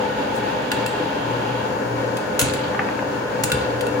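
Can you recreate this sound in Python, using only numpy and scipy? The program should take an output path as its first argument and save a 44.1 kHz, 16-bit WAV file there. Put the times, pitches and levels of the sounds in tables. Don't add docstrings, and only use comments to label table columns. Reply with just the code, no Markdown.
import sys
import numpy as np
from scipy import signal
from scipy.fft import rfft, irfft, next_fast_len
from scipy.io import wavfile
from scipy.ndimage import uniform_filter1d, minimum_filter1d, map_coordinates

SR = 44100
rng = np.random.default_rng(int(sys.argv[2]) if len(sys.argv) > 2 else 0)


def persist_wave(psi):
    counts = np.round(np.clip(psi, -1, 1) * 32767).astype(np.int16)
    wavfile.write(sys.argv[1], SR, np.atleast_2d(counts).T)


N = 176400


def amp(db):
    return 10 ** (np.asarray(db) / 20)


def pan(db):
    return amp(np.array([[.5], [-.5]]) * db)


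def along(points, hz):
    freqs, values = np.transpose(points)
    return np.interp(np.log(hz + 1), np.log(freqs + 1), values)


def curves(rows):
    times, *columns = np.transpose(rows)
    return [np.interp(np.arange(N) / SR, times, column) for column in columns]


def wobble(rate_hz):
    knots = rng.standard_normal(int(N * rate_hz / SR) + 4)
    return map_coordinates(knots, [np.arange(N) * rate_hz / SR])


def noise(gain, corr, lead_s=0):
    hz = np.fft.rfftfreq(N, 1 / SR)
    a, b = rfft(rng.standard_normal((2, N)))
    angle = np.arccos(np.clip(corr(hz), -1, 1)) / 2
    mid, side = a * np.cos(angle), b * np.sin(angle)
    delay = np.exp(-2j * np.pi * hz * lead_s)
    x = irfft(gain(hz) * np.array([mid + side, (mid - side) * delay]), N)
    return x / np.sqrt(np.mean(x ** 2) + 1e-20)


def resonance(centre_hz, width_hz, corr):
    return noise(lambda hz: 1 / (1 + 2 * ((hz - centre_hz) / width_hz) ** 2), lambda hz: corr)


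def bursts(spectrum, events, attack_s, corr, t60_s=.026):
    envelope = np.zeros(N + SR)
    for start_s, db, hold_s in events:
        t = np.arange(int((hold_s + t60_s) * SR)) / SR
        decay = amp(db - 60 * np.maximum(t - hold_s, 0) / t60_s)
        envelope[round(start_s * SR):][:len(t)] += decay * (1 - np.exp(-t / attack_s))
    return envelope[:N] * noise(lambda hz: amp(along(spectrum, hz)), lambda hz: corr, lead_s=.0001664)


def ringing(modes, hits, spread_oct=.85):
    out, t = np.zeros((2, N + SR)), np.arange(SR // 4) / SR
    hz, mode_db, t60_s = np.transpose(modes)[:, :, None]
    for start_s, db, pitch_hz in hits:
        contact = np.exp(-(np.log2(hz / pitch_hz) / spread_oct) ** 2 / 2)
        gain = amp(mode_db + 2 * rng.standard_normal(hz.shape)) * contact
        phase = .5 * rng.standard_normal((2, len(hz), 1))
        waves = gain / np.linalg.norm(gain) * amp(-60 * t / t60_s) * np.sin(2 * np.pi * hz * t + phase)
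        attack = 1 - np.exp(-2 * pitch_hz * t)
        out[:, round(start_s * SR):][:, :len(t)] += np.sqrt(2) * amp(db) * waves.sum(axis=1) * attack
    return out[:, :N]


# (frequency [Hz], relative density [dB])
RUSH_SPECTRUM = [(25, -7), (42, -35), (56, -13), (90, -10.5), (140, -5), (180, -7), (240, -3), (330, -5.5),
                 (450, -4), (600, -10.5), (690, -4.5), (790, -5.5), (960, -4.5), (1150, -13.5),
                 (1700, -9.5), (1950, -22), (3000, -26), (4900, -27.5), (5400, -30), (6900, -30),
                 (8000, -36), (9700, -35.5), (12200, -39.5), (13300, -69), (15300, -40)]
# (frequency [Hz], L-R [dB])
RUSH_PAN = [(60, 3.5), (180, 5), (300, 0.5), (600, -2.5), (900, 5), (1600, 4.5), (2600, 12.5), (4500, -5.5),
            (5700, 0)]
# (frequency [Hz], L-R correlation [-])
RUSH_CORR = [(60, 0.87), (280, 0.93), (400, 0.49), (600, 0.16), (800, -0.41), (1200, 0.39), (1500, 0.4),
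             (2800, -0.45), (3700, -0.46), (4500, -0.053), (7000, 0.26), (9000, -1.03), (12000, 0.47)]
# (centre [Hz], width [Hz], level [dB], L-R [dB], L-R correlation [-])
DUCT_MODES = [(289, 25, -35.5, 2.5, 0.97), (414, 35, -38, -9, 0.63), (554.8, 9, -39, 5, 0.6),
              (607.4, 19, -38.5, -4, 0.49), (1470, 39, -40.5, -0.5, 0.27), (2264, 29, -51, 5, 0.84),
              (2727, 75, -51.5, 9, 0.23), (6700, 51, -61.5, 7, 0.18)]
# (frequency [Hz], relative density [dB])
HISS_SPECTRUM = [(1200, -8), (2100, -3), (2700, 1.5), (3500, -2), (4100, -6.5), (5000, -10.5), (5300, -40),
                 (12000, -39)]
# (time [s], vent hiss [dB], hood tone [dB], barrel drone [dB])
FLOW_LEVELS = [(0, -41.5, -29.5, -30), (.8, -40, -31, -32), (1.6, -42.5, -33.5, -31),
               (1.8, -51, -36.5, -29.5), (2.4, -47.5, -38, -30), (2.8, -45, -33.5, -34.5),
               (3.1, -48.5, -38, -31.5), (3.8, -49, -36.5, -25)]


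def airflow():
    hiss_db, hood_db, drone_db = curves(FLOW_LEVELS)
    rush = amp(-27) * noise(lambda hz: amp(along(RUSH_SPECTRUM, hz)) * pan(along(RUSH_PAN, hz)),
                            lambda hz: along(RUSH_CORR, hz))
    duct = sum(amp(db) * pan(lr_db) * resonance(hz, width_hz, corr)
               for hz, width_hz, db, lr_db, corr in DUCT_MODES)
    hood = amp(hood_db) * pan(db=5.5) * resonance(centre_hz=868, width_hz=62, corr=.11)
    drone = amp(drone_db) * pan(db=4.5) * resonance(centre_hz=508, width_hz=33, corr=.67)
    hiss = noise(lambda hz: amp(along(HISS_SPECTRUM, hz)), lambda hz: .4, lead_s=.00005)
    return rush + duct + hood + drone + amp(hiss_db) * pan(db=-13) * hiss


# (shaft order [-], level [dB], L-R [dB], left phase lead [rad])
WHINE_ORDERS = [(1, -41.5, 5.5, 0.52), (5, -39.5, -4, 2.66), (8, -56, 4, 5.44), (9, -49.5, 9.5, 0.92),
                (10, -56, -6, 0.79), (11, -55, 4, 0.73)]
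# (time [s], speed [rev/s])
SHAFT_SPEED = [(.9, 207.7), (1.4, 208.4), (2.2, 209), (2.8, 207.8)]
# (time [s], level [dB])
BUZZ_LEVEL = [(0, -44), (.55, -46), (.8, -36), (1.05, -42), (1.25, -35), (1.55, -33.5), (1.75, -45),
              (1.95, -31.5), (2.25, -43.5), (2.5, -41), (2.9, -44.5), (3.9, -32.5)]


def motor(buzz_hz=120):
    shaft_hz, = curves(SHAFT_SPEED)
    shaft_rad = 2 * np.pi * np.cumsum(shaft_hz * (1 + .0015 * wobble(14))) / SR
    left = np.array([[1], [0]])
    whine = sum(amp(db + 1.8 * wobble(6.8)) * pan(lr_db) * np.sin(order * shaft_rad + left * lead_rad)
                for order, db, lr_db, lead_rad in WHINE_ORDERS)
    buzz_db, = curves(BUZZ_LEVEL)
    buzz_gain = amp(buzz_db + 1.5 * wobble(16)) * pan(db=3.5)
    buzz = buzz_gain * np.sin(2 * np.pi * buzz_hz * np.arange(N) / SR + .45 * wobble(14))
    return np.sqrt(2) * (whine + buzz)


# (centre [Hz], width [Hz], L-R [dB])
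GAP_MODES = [(2790, 95, 1), (3210, 100, -3)]
# (time [s], level [dB])
GAP_LEVEL = [(.5, -55), (1, -47), (1.62, -47), (1.76, -58)]


def arm_gap():
    gap_db, = curves(GAP_LEVEL)
    ring = sum(pan(lr_db) * resonance(hz, width_hz, corr=0) for hz, width_hz, lr_db in GAP_MODES)
    return amp(gap_db) * ring


# (frequency [Hz], relative density [dB])
HULL_SPECTRUM = [(300, -13), (1500, -3), (3500, -2.5), (5500, -3), (7400, 4), (8800, -1), (10500, 3),
                 (12200, -6.5), (13400, -10), (15200, -1), (16000, 1)]
# (time [s], level [dB], hold [s])
SCRAPES = [(0.342, -42, 0.034)]


def scraping():
    roughness = amp(3 * wobble(270))
    return roughness * bursts(HULL_SPECTRUM, SCRAPES, attack_s=.0037, corr=.33, t60_s=.16)


# (time [s], crack [dB], crack hold [s], snap [dB], ring [dB], pitch [Hz], puff [dB])
KERNEL_POPS = [(0.7164, -19.5, 0.001, -14, -19.5, 1490, -36), (0.862, -23.5, 0.0016, -25, -23.5, 2780, -43),
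               (2.169, -27.5, 0.0019, -28, -37, 4530, -45), (2.3921, -9, 0.0067, -19, -18.5, 1720, -29),
               (2.4138, -10.5, 0.0018, -22.5, -30, 1500, -17.5),
               (2.536, -24.5, 0.0027, -27, -36, 1500, -23.5), (3.436, -12.5, 0.0041, -37, -28.5, 3500, -26),
               (3.5, -32, .003, -34, -23, 1910, -31), (3.5173, -17.5, 0.0025, -17, -17.5, 1540, -19.5),
               (3.8087, -28.5, 0.0036, -25.5, -37, 2700, -33), (3.867, -33, 0.0034, -34, -28.5, 1480, -33)]
# (frequency [Hz], relative density [dB])
SNAP_SPECTRUM = [(600, -26), (1500, 17.5), (3000, 22), (4800, 17.5), (8000, -66)]
# (frequency [Hz], relative level [dB], T60 [s])
CHAMBER_MODES = [(1458, 0, .06), (1690, -3, .035), (2705, -3, .075), (4880, -9, .05)]
# (frequency [Hz], relative level [dB], T60 [s])
HOUSING_MODES = [(90, 0, .17), (124, 0, .14), (255, 1, .08), (470, 6, .05)]


def pops(puff_hz=170, puff_delay_s=.005):
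    times, crack_db, hold_s, snap_db, ring_db, ring_hz, puff_db = np.transpose(KERNEL_POPS)
    crack = bursts(HULL_SPECTRUM, zip(times, crack_db, hold_s), attack_s=.0005, corr=.55)
    snap = bursts(SNAP_SPECTRUM, zip(times, snap_db, hold_s / 2), attack_s=.0003, corr=.55)
    ring = ringing(CHAMBER_MODES, zip(times, ring_db, ring_hz))
    puff = ringing(HOUSING_MODES, [(s + puff_delay_s, db, puff_hz) for s, db in zip(times, puff_db)])
    return pan(db=1) * (crack + snap + ring), pan(db=3) * puff


def scatter(hits_per_pop=24, span_s=.27):
    hits = []
    for pop_s, crack_db, _, snap_db, *_ in KERNEL_POPS:
        top_db = max(crack_db, snap_db) - 20.5
        for lateness, softness in rng.random((hits_per_pop, 2)):
            hit_s = pop_s + span_s * lateness
            if hit_s < N / SR:
                hits.append((hit_s, top_db - 6 * (lateness + softness), 0))
    return bursts(SNAP_SPECTRUM, hits, attack_s=.0003, corr=.3)


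# (time [s], level [dB], contact pitch [Hz])
CORN_HITS = [(2.7468, -15, 1000), (2.7922, -10, 1500), (2.7956, -14, 1650), (2.8872, -18, 1700),
             (2.991, -20, 2300), (3.025, -14, 540)]
# (frequency [Hz], relative level [dB])
PLASTIC_MODES = [(340, 0), (590, 0), (830, -2), (1190, 0), (1500, -1), (1790, -1), (2130, -6), (2600, -4)]


def knocks(detune=.05, t60_s=.024):
    spots = 1 + detune * rng.standard_normal((len(CORN_HITS), len(PLASTIC_MODES)))
    taps = np.zeros((2, N))
    for hit, ratios in zip(CORN_HITS, spots):
        modes = [(hz * ratio, db, t60_s) for (hz, db), ratio in zip(PLASTIC_MODES, ratios)]
        taps += ringing(modes, [hit])
    return pan(db=2) * taps


# (frequency [Hz], T60 [s])
ROOM_T60 = [(100, 0.65), (400, 0.73), (2500, 0.5), (7000, 0.43), (16000, 0.11)]


def kitchen(x, corr):
    out, block = np.zeros((2, N + 2 * SR)), SR // 2
    angle = np.arccos(corr) / 2
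    for start in range(0, N, block):
        hz, t, spectra = signal.stft(rng.standard_normal((2, SR // 2)), SR, nperseg=256)
        decay = amp(-60 * t / along(ROOM_T60, hz)[:, None])
        _, (a, b) = signal.istft(spectra * decay, SR, nperseg=256)
        mid, side = a * np.cos(angle), b * np.sin(angle)
        tail = np.array([mid + side, mid - side]) / np.linalg.norm(mid + side)
        wet = signal.fftconvolve(x[:1, start:start + block], tail, axes=1)
        out[:, start:start + wet.shape[1]] += wet
    return out[:, :N]


def scene():
    cracks, puffs = pops()
    kernels = cracks + scatter()
    taps = knocks()
    room = kitchen(amp(-5.5) * kernels + amp(-7) * taps, corr=.13) + amp(-3) * kitchen(puffs, corr=1)
    air = (airflow() + arm_gap()) * amp(.5 * wobble(14))
    return air + motor() + scraping() + kernels + puffs + taps + room


def record(dry, low_cut_hz=48, ceiling=.78, limiter_s=.001, top_hz=16100):
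    x = signal.sosfilt(signal.butter(4, low_cut_hz, 'high', fs=SR, output='sos'), dry)
    span = round(limiter_s * SR)
    needed_gain = ceiling / np.maximum(np.abs(x).max(axis=0), ceiling)
    gain = uniform_filter1d(minimum_filter1d(needed_gain, 2 * span), span)
    size = next_fast_len(N + SR // 4)
    low_pass = 1 / (1 + (np.fft.rfftfreq(size, 1 / SR) / top_hz) ** 120)
    return irfft(rfft(x * gain, size) * low_pass, size)[:, :N]


dry = scene()
out = record(dry)
persist_wave(out)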